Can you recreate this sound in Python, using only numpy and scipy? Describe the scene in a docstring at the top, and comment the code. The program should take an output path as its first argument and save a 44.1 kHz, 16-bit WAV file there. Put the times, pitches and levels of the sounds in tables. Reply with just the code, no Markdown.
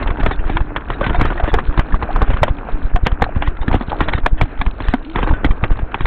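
"""Rocks knock on a mountain bike rolling down a trail, heard from a camera on the rider's chest.
Each blow chatters and rings the frame; hollow notes sound alone or on a knock. Ground jolts shove
the camera into deep thumps, and the hardest overload it. Chain and cables slap and rattle in bursts.
Underneath, knobby tyres crunch over grit and hum on rock, and wind rumbles on the microphone."""
import sys
import numpy as np
from scipy import signal
from scipy.fft import rfft, irfft, next_fast_len
from scipy.io import wavfile
from scipy.ndimage import uniform_filter1d

SR = 44100
rng = np.random.default_rng(int(sys.argv[2]) if len(sys.argv) > 2 else 0)


def wav_out(sig):
    """Save sig, one row per channel (or a flat mono array), as 16-bit PCM at SR to the path in sys.argv[1]."""
    wavfile.write(sys.argv[1], SR, np.round(np.clip(np.atleast_2d(sig).T, -1, 1) * 32767).astype(np.int16))


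N = 267554
TIME = np.arange(N) / SR
GRIT_REF_DB = -38


def undb(db):
    """Decibels to gain."""
    return 10 ** (np.asarray(db) / 20)


def unit(x):
    """Scale to rms 1."""
    return x / np.sqrt(np.mean(x ** 2))


def add(track, at_s, sound):
    """Mix a sound into the track."""
    start = max(int(at_s * SR), 0)
    part = sound[:max(N - start, 0)]
    track[start:start + len(part)] += part


def curve(points):
    """Interpolate (t/s, value) points to every sample."""
    return np.interp(TIME, *np.transpose(points))


def walk(rate_hz):
    """Smoothed random steps, spread near 1."""
    hold = int(SR / rate_hz)
    steps = rng.standard_normal(2048)[np.arange(N) // hold % 2048]
    return 1.3 * uniform_filter1d(uniform_filter1d(steps, hold), hold)


def colour(x, spectrum):
    """Shape by (f/Hz, level/dB) points, cut outside them; rms 1."""
    hz, db = np.transpose(spectrum)
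    size = next_fast_len(N)
    bins_hz = np.maximum(np.fft.rfftfreq(size, 1 / SR), 1)
    gain = undb(np.interp(np.log(bins_hz), np.log(hz), db, left=-90, right=-90))
    return unit(irfft(rfft(x, size) * gain, size)[:N])


def resonate(x, modes):
    """Ring damped modes, band-limited to their range."""
    ringing = sum((-1) ** k * undb(db) * signal.lfilter(*signal.iirpeak(hz, hz / width_hz, fs=SR), x)
                  for k, (hz, width_hz, db) in enumerate(modes))
    edges_hz = [max(modes[0][0] - modes[0][1], 20), modes[-1][0] + modes[-1][1]]
    return signal.lfilter(*signal.butter(2, edges_hz, "bandpass", fs=SR), ringing)


def ring_each(forces, modes, spread=0.1):
    """Ring the modes once per blow; the place struck shifts their pitch."""
    tunings = np.exp(np.clip(spread * rng.standard_normal((len(forces), len(modes))), -.3, .3))
    return np.array([resonate(force, [(hz * k, width, db) for (hz, width, db), k in zip(modes, tuning)])
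                     for force, tuning in zip(forces, tunings)])


def set_attack(x, db):
    """Set each blow's rms level over its first 12 ms."""
    head = x[..., :int(.012 * SR)]
    return x * undb(db) / np.sqrt(np.mean(head ** 2, axis=-1, keepdims=True))


# Modes of bar, frame and camera case: f/Hz, width/Hz, level/dB
THUD_MODES = [(98, 33, 0), (234, 197, -4.5), (300.6, 129.5, -2)]
BODY_MODES = [(484, 106, -0.5), (691, 40, 2.5), (922, 320, 2.5), (1233, 240, -7)]
CLACK_MODES = [(1589, 450, -2), (1876, 113, 3.5), (2043, 527, -3.5)]
TICK_MODES = [(2456, 350, 8), (3453, 570, 2.5), (4050, 32, -14)]
# Rock blows: t/s, level/dB, ring f/Hz, relative thud/dB, relative clatter/dB
ROCK_BLOWS = [(0.025, -29, 1080, -6, 0.5), (0.0727, -26, 925, -31, -2), (0.1028, -27.5, 1100, -24, -2.5),
              (0.1983, -26, 840, 5, -5), (0.2313, -22, 696, -2, -12), (0.2612, -17, 1280, 0, -3),
              (0.3098, -20.5, 1140, -30, -4), (0.4956, -21, 790, 4, -7), (0.5692, -18, 1010, -10, -2.5),
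              (0.605, -26.5, 870, -15, -6), (0.7618, -20.5, 1020, -6.5, -0.5),
              (0.902, -21.5, 1050, 0, -4.5), (1.0102, -22, 1110, 2.5, -13), (1.0402, -23, 1504, -8, -6),
              (1.0634, -23, 1075, 6, -0.5), (1.0946, -23.5, 995, -16, -2), (1.1451, -23, 970, -21, -5.5),
              (1.195, -22.5, 500, -2, -8.5), (1.2112, -18, 1140, 4.5, -1.5), (1.2544, -20, 1240, -7, -8),
              (1.3025, -24, 1460, 3, -9), (1.377, -28.5, 1860, -19, -6), (1.398, -28, 900, -18, -3.5),
              (1.4375, -19.5, 720, -37, -11), (1.4761, -22, 582, -2, -7.5), (1.5401, -12.5, 800, -22, -6.5),
              (1.5863, -17.5, 1200, -13, -6.5), (1.7753, -22.5, 1037, 0.5, -2),
              (1.7933, -19, 940, -23, -1.5), (1.923, -30.5, 1720, 3, -11), (1.9429, -20, 1124, -9, -35),
              (2.0247, -20, 860, -3, -9.5), (2.161, -18, 1230, -16, -20), (2.2179, -15, 790, -5.5, -8),
              (2.3019, -24, 557, 5, -7.5), (2.3336, -30, 1020, -12, -0.5), (2.3699, -26, 1170, -29, -14),
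              (2.4306, -9, 1230, -13, -6.5), (2.4801, -20, 543, -4, -10), (2.6875, -25, 720, -14, -46),
              (2.9595, -21, 1050, -4, -5.5), (3.062, -21.5, 660, 5, -1.5), (3.0675, -15.5, 900, -4.5, -2),
              (3.117, -32.5, 1210, -1, 0.5), (3.2204, -14.5, 1200, 0, -5), (3.24, -22.5, 1140, -22, -1),
              (3.358, -32.5, 1110, 12.5, -11), (3.4223, -20.5, 840, -8, -1), (3.4746, -25, 1084, -4, -4),
              (3.631, -29.5, 890, -9, -10), (3.6801, -25, 1716, 9, -4.5), (3.713, -22, 920, -3, -9),
              (3.728, -28.5, 970, 9, 1), (3.741, -22.5, 660, 11, -10), (3.757, -26, 800, 7, -18),
              (3.8093, -25, 720, -18, -8), (3.918, -20, 870, -9, -22), (4.0054, -16.5, 782, 2, -5),
              (4.0842, -20, 630, -10.5, -0.5), (4.1334, -20, 1480, -12, 0), (4.18, -27, 1320, 3.5, -2),
              (4.2612, -14, 940, -5.5, -8), (4.2632, -16, 1690, -16.5, -2.5), (4.4121, -16, 740, 0, -3),
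              (4.6135, -19.5, 1110, -3, -2.5), (4.6629, -28, 1000, 6.5, -3.5), (4.803, -26, 1030, 3, -6.5),
              (4.8835, -26, 1050, -4, 0.5), (4.9375, -18.5, 1510, -18, -6.5), (5.1576, -21, 946, 3, -3),
              (5.1851, -20.5, 502, -18, -9.5), (5.2285, -21, 1020, 3.5, -2.5),
              (5.2733, -19.5, 870, -12, -12), (5.291, -32, 1070, -9, 1), (5.3099, -21.5, 920, -3, -22),
              (5.4444, -19.5, 1400, 9.5, 0.5), (5.51, -28.5, 1150, -6, -7), (5.6379, -19.5, 1204, -2, -1),
              (5.705, -29, 1076, 12, -9), (5.79, -30, 850, 6.5, -4.5), (5.9432, -19, 1080, -6, -4.5),
              (6.0067, -26, 1110, 9, -3), (6.0549, -20.5, 1090, -21, 0.5)]


def knocks(rows, grit_db, rise_s=0.00024, chatter=0.87, tail_db=-23, tail_t60_s=0.11):
    """Hard contacts build, chatter, ring the bike and leave a faint rattle."""
    times_s, db, hz, thud_db, clatter_db = np.transpose(rows)[:, :, None]
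    excess_db = np.interp(times_s, TIME, grit_db) - GRIT_REF_DB
    t60_s = 0.02 * (1050 / hz) ** 0.15 * undb(excess_db)  # longer on low notes and in loud grit
    t = TIME[:SR // 10]
    grain, size, scrape = rng.standard_normal((len(rows), 3, len(t))).transpose(1, 0, 2)
    rise = 1 - np.exp(-t / rise_s)
    fade = undb(-60 * t / np.maximum(t60_s, .004))
    tail = undb(tail_db - 60 * t / tail_t60_s)
    contact = grain * np.exp(chatter * size)
    force = rise * (contact * fade + scrape * tail)
    first_touch = (t == 0) * np.sqrt(np.sum(force ** 2, axis=1, keepdims=True))
    note = set_attack(np.sin(2 * np.pi * hz * t) * rise * fade, 0)
    frame = set_attack(ring_each(force + first_touch, BODY_MODES), 0)
    note_share = np.clip(0.49 - 0.05 * (db + 22), 0, 1)  # softer blows ring more purely
    body = set_attack(np.sqrt(note_share) * note + np.sqrt(1 - note_share) * frame, db + 1)
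    thud = set_attack(resonate(force + undb(2.5) * first_touch, THUD_MODES), db + thud_db - 1)
    clack = set_attack(ring_each(force, CLACK_MODES), db + clatter_db)
    tick = set_attack(ring_each(force, TICK_MODES), db + clatter_db - 8)
    out = np.zeros(N)
    for at_s, blow in zip(times_s[:, 0], body + thud + clack + tick):
        add(out, at_s, blow)
    return out


def loose_stones(grit_db, per_s=7, ref_level_db=-39, ring_hz=950, thud_db=-3, clatter_db=-3):
    """Loose stones knock lightly at random, following the level of the grit."""
    count = int(per_s * N / SR)
    times_s = rng.uniform(0, N / SR, count)
    notes_hz = ring_hz * np.exp(0.31 * rng.standard_normal(count))
    excess_db = np.interp(times_s, TIME, grit_db) - GRIT_REF_DB
    rows = [(at_s, db, hz, thud_db, clatter_db)
            for at_s, db, hz in zip(times_s, ref_level_db + excess_db, notes_hz)]
    return knocks(rows, grit_db)


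# Hollow ringing notes of the bike, alone or on top of a knock: t/s, level/dB, f/Hz, t60/s
CLONKS = [(1.012, -17, 553, 0.037), (1.03, -23, 1532, 0.14), (1.146, -19, 712, 0.065),
          (1.399, -20.5, 700, 0.03), (1.476, -21, 315, 0.068), (2.0898, -22, 673, 0.026),
          (2.103, -22.5, 782, 0.036), (2.431, -7, 606, 0.02), (2.9605, -18.5, 720, 0.055),
          (3.2205, -12, 488, 0.025), (3.221, -9.5, 780, 0.017), (3.2642, -24, 756, 0.024),
          (3.291, -24.5, 656, 0.015), (3.741, -17, 765, 0.029), (3.8093, -19, 239, 0.026),
          (3.929, -20, 814, 0.041), (4.415, -11, 107, 0.041), (4.9378, -9.5, 252.4, 0.039),
          (4.9385, -16, 712, 0.017), (5.268, -20.5, 311, 0.13), (5.337, -28, 1500, .14)]


def clonks(overtone_ratio=2.06, overtone_db=-16):
    """Tyre, rim or frame rings with one hollow note and a weak overtone."""
    out, t = np.zeros(N), TIME[:SR // 5]
    for at_s, db, hz, t60_s in CLONKS:
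        phase = 2 * np.pi * hz * t
        swell = 1 - np.exp(-t * hz)
        fade = undb(-60 * t / t60_s)
        note = np.sin(phase) * fade + undb(overtone_db) * np.sin(overtone_ratio * phase) * fade ** 2
        add(out, at_s, set_attack(note * swell, db))
    return out


# Camera shoves: t/s, peak before leakage/dB, length/s
JOLTS = [(0.066, -6.5, 0.012), (0.111, -4, 0.0074), (0.238, 1.5, 0.016), (0.289, -4.5, 0.0094),
         (0.393, -1.5, 0.019), (0.461, -1.5, 0.015), (0.557, -3.5, 0.0079), (0.613, -0.5, 0.01),
         (1.099, -6, 0.0043), (1.109, -3, 0.0078), (1.187, 2, 0.012), (1.254, 1, 0.012),
         (1.439, 1.5, 0.0078), (1.534, 0, 0.0099), (1.567, 0, 0.015), (1.69, 1.5, 0.012),
         (1.779, -3, 0.0051), (1.792, 15.5, 0.002), (1.94, 5.5, 0.011), (2.227, 3, 0.005),
         (2.293, 2, 0.012), (2.343, 0.5, 0.0086), (2.423, 3, 0.0036), (2.509, 0, 0.0087),
         (2.742, 0.5, 0.021), (2.852, 1, 0.016), (2.946, 6, 0.012), (3.035, 1.5, 0.0074),
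         (3.127, -1, 0.0084), (3.221, -0.5, 0.0061), (3.366, -2, 0.0061), (3.406, -5, 0.012),
         (3.483, 2, 0.011), (3.612, -2, 0.016), (3.683, 0, 0.0045), (3.718, -4, 0.0076),
         (3.748, 6.5, 0.002), (3.754, -9.5, 0.0026), (3.885, -9, 0.003), (4.014, 2, 0.0026),
         (4.084, -2.5, 0.016), (4.152, -0.5, 0.0068), (4.239, 0, 0.019), (4.329, 5, 0.013),
         (4.42, 0, 0.0055), (4.44, -2.5, 0.0082), (4.6, -2, 0.014), (4.673, 0.5, 0.011), (4.889, 0, 0.0076),
         (5.308, 3.5, 0.0073), (5.331, 2.5, 0.0077), (5.465, -0.5, 0.0073), (5.505, 5.5, 0.011),
         (5.634, -0.5, 0.0043), (5.713, 4.5, 0.012), (5.831, -1.5, 0.01), (6.011, -4.5, 0.0082),
         (6.048, -0.5, 0.012)]


def jolts(build_share=0.49, release_share=0.25, leak_hz=13):
    """The camera is shoved to and fro; each pressure pulse leaks from the case and swings back."""
    pressure = np.zeros(N)
    t = np.arange(-SR // 16, SR // 16) / SR
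    for k, (at_s, db, length_s) in enumerate(JOLTS):
        width_s = length_s * np.where(t < 0, build_share, release_share)
        pulse = undb(db) / (1 + (t / width_s) ** 2)
        add(pressure, at_s + t[0], (-1) ** k * pulse)
    return signal.lfilter(*signal.butter(1, leak_hz, "highpass", fs=SR), pressure)


# Chain slaps: t/s, length/s, level/dB
CHAIN_SLAPS = [(0.228, 0.11, -49), (0.315, 0.022, -38), (0.39, 0.013, -40.5), (0.45, 0.11, -46.5),
               (0.922, 0.026, -42.5), (1.026, 0.058, -43), (1.156, 0.006, -31), (1.233, 0.056, -37),
               (1.482, 0.021, -36.5), (2.203, 0.07, -50), (2.318, 0.031, -50), (3.049, 0.032, -35.5),
               (3.348, 0.011, -43.5), (3.406, 0.066, -41.5), (3.613, 0.014, -39.5), (3.723, 0.019, -36),
               (4.018, 0.023, -36.5), (4.122, 0.045, -39.5), (4.372, 0.024, -42.5), (4.83, 0.096, -43),
               (5.171, 0.071, -40), (5.274, 0.049, -48), (5.336, 0.033, -47), (5.503, 0.011, -40),
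               (5.98, 0.063, -48)]
# Chain stay modes: f/Hz, width/Hz, level/dB
STAY_MODES = [(1383, 37, 1.5), (1830, 230, 2)]


def chain(clicks_per_s=420, range_db=12, link_t60_s=0.066, low_hz=2300, high_hz=3900, stay_db=4.5):
    """The chain whips the frame: each link clicks with its own note and rings the stay."""
    out, t = np.zeros(N), TIME[:SR // 30]
    fade = undb(-60 * t / link_t60_s)
    for at_s, length_s, db in CHAIN_SLAPS:
        links, taps = np.zeros((2, SR // 4))
        count = int(clicks_per_s * length_s)
        for k, (jitter, pitch, size) in enumerate(rng.random((count, 3))):
            start = int((k + jitter) / count * length_s * SR)
            gain = undb(range_db * size)
            hz = low_hz * (high_hz / low_hz) ** pitch
            links[start:start + len(t)] += gain * np.sin(2 * np.pi * hz * t) * fade
            taps[start] += gain
        burst = unit(links) + undb(stay_db) * unit(resonate(taps, STAY_MODES))
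        add(out, at_s, burst * undb(db) * np.sqrt(length_s * SR / len(burst)))
    return out


def rattle(blows, hold_s=0.003, clack_db=-18, tick_db=-22):
    """Chain and cables jingle unevenly for a moment after the frame is shaken."""
    pole = np.exp(-1 / (hold_s * SR))
    power = signal.lfilter([1 - pole], [1, -pole], blows ** 2 + 1e-12)
    shaking = np.tanh(np.sqrt(power))  # the links have limited play
    links = rng.standard_normal(N) * undb(5 * walk(260))
    clack = unit(resonate(links, CLACK_MODES)) * undb(clack_db)
    tick = unit(resonate(links, TICK_MODES)) * undb(tick_db)
    return shaking * (clack + tick)


# Grit spectrum: f/Hz, relative level/dB
GRIT_SPECTRUM = [(130, -6.5), (220, 7.5), (400, 8), (520, 4.5), (720, 6.5), (1000, 4), (1550, 4.5),
                 (2000, -7.5), (2600, -8.5), (3600, -27), (4400, -49.5)]


def grit(level_db, stones_per_s=420, range_db=16, snap_s=0.00087, stone_db=-1.5, crunch_db=-3.5):
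    """Small stones snap under the tyres, over an uneven crunch of gravel and sand."""
    stones, t = np.zeros(N), TIME[:SR // 100]
    for when, pitch, size, length in rng.random((int(stones_per_s * N / SR), 4)):
        hz = 300 * 10 ** pitch
        snap = np.sin(2 * np.pi * hz * t) * np.exp(-t / (snap_s * (.5 + length)))
        add(stones, when * N / SR, undb(range_db * size ** 3) * snap)
    noise = rng.standard_normal(N)
    coarse = signal.sosfilt(signal.butter(4, 2200, fs=SR, output="sos"), noise)
    fine = signal.sosfilt(signal.butter(4, 2200, "highpass", fs=SR, output="sos"), noise)
    crunch = coarse * undb(2 * walk(30)) + fine * undb(4.5 * walk(25))
    return (undb(level_db + stone_db) * colour(stones, GRIT_SPECTRUM)
            + undb(level_db + crunch_db) * colour(crunch, GRIT_SPECTRUM))


# Tread hum on smoother rock: t/s, level/dB
TREAD_LEVEL = [(0, -38), (1.601, -34.5), (1.901, -42), (2.6, -41.5), (2.81, -31), (2.901, -42),
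               (3.449, -35), (4.696, -43.5), (5.05, -37), (6.07, -43.5)]


def tread(knob_hz=298.4, waver=0.05, jitter=0.065, swell_db=5):
    """Tyre knobs slap the rock in quick succession; the hum comes and goes with the contact."""
    hz = knob_hz * (1 + waver * walk(8.2) + jitter * walk(90))
    hum = np.sin(2 * np.pi * np.cumsum(hz) / SR) * undb(swell_db * walk(16))
    return unit(hum) * undb(curve(TREAD_LEVEL))


# Sand under the tyres: t/s, level/dB
SAND_LEVEL = [(0, -51), (0.8, -58), (1.68, -48), (1.85, -57), (2.88, -52), (3.0, -66), (3.3, -64),
              (3.9, -47), (4.3, -62), (4.5, -52), (5.22, -50), (5.4, -60), (6.07, -57)]


def sand(crunch_db=2.5, grain_db=8, band_hz=(2100, 4000)):
    """Fine sand hisses in tiny grains, with an odd louder crunch."""
    flicker_db = crunch_db * walk(35) + grain_db * walk(260)
    grains = rng.standard_normal(N) * undb(flicker_db)
    hiss = signal.sosfilt(signal.butter(2, band_hz, "bandpass", fs=SR, output="sos"), grains)
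    return unit(hiss) * undb(curve(SAND_LEVEL))


# Wind spectrum: f/Hz, relative level/dB
WIND_SPECTRUM = [(15, -6.5), (28, -3), (50, -11.5), (100, -21.5), (160, -26.5), (300, -28)]


def wind(grind_db, gust_db=2, follow_db_per_db=0.82, gain_db=3):
    """Air rumbles on the microphone, swelling with the grinding of the tyres."""
    gusts = rng.standard_normal(N) * undb(gust_db * walk(15))
    return colour(gusts, WIND_SPECTRUM) * undb(follow_db_per_db * grind_db + gain_db)


def shock(blows, knee_db, lag_s, span_s=0.03):
    """How hard the bike was hit lag_s earlier, 0 to 1."""
    power = np.abs(uniform_filter1d(blows ** 2, int(span_s * SR)))
    return np.interp(TIME - lag_s, TIME, np.tanh(np.sqrt(power) / undb(knee_db)))


# Base level of the gravel grinding, with brief lulls: t/s, level/dB
GRIT_LEVEL = [(0.0, -31), (0.27, -34), (0.85, -37), (1.05, -32), (1.25, -31.5), (1.83, -35), (2.2, -33.5),
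              (2.64, -36.5), (2.86, -34.5), (3.0, -40), (3.15, -36.5), (3.26, -36), (3.55, -38),
              (3.73, -37.5), (4.05, -32), (4.19, -36), (4.3, -46), (4.4, -37.5), (4.76, -39.5), (4.85, -35),
              (5.13, -43.5), (5.16, -33.5), (5.51, -36.5), (6.07, -39)]


def scene(unloaded_db=2, load_db=7.5, dip_db=-4.5):
    """Knocks, thumps and rattle over rolling tyres and wind, in open air."""
    grit_db = curve(GRIT_LEVEL)
    rocks = knocks(ROCK_BLOWS, grit_db)
    blows = rocks + loose_stones(grit_db)
    thumps = jolts()
    # Each blow presses the tyres into the grit.
    load = uniform_filter1d(shock(rocks, knee_db=-19, lag_s=0.0032), int(0.0059 * SR))
    grind_db = grit_db + unloaded_db + load_db * load
    # Gravel noise and hum dip briefly after each heavy thump.
    dip = shock(thumps, knee_db=-4.5, lag_s=0.038) ** 2 * (1 - load)
    tyres = (grit(grind_db) + tread() + sand()) * undb(dip_db * dip)
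    return (blows + clonks() + thumps + chain() + rattle(blows) + tyres + wind(grind_db))[None]


def record(dry, case_hz=4250, full_scale=0.715, rolloff_hz=11000, dip_hz=5800, top_hz=16500):
    """The closed case muffles the treble. Peaks clip; a treble dip and roll-off soften the clicks."""
    muffled = signal.sosfilt(signal.ellip(9, .3, 70, case_hz, fs=SR, output="sos"), dry)
    clipped = np.clip(muffled, -full_scale, full_scale)
    rounded = signal.lfilter(*signal.butter(1, rolloff_hz, fs=SR), clipped)
    dipped = rounded - .45 * signal.lfilter(*signal.iirpeak(dip_hz, 2.5, fs=SR), rounded)
    return signal.sosfilt(signal.ellip(8, .2, 70, top_hz, fs=SR, output="sos"), dipped)


dry = scene()
out = record(dry)
wav_out(out)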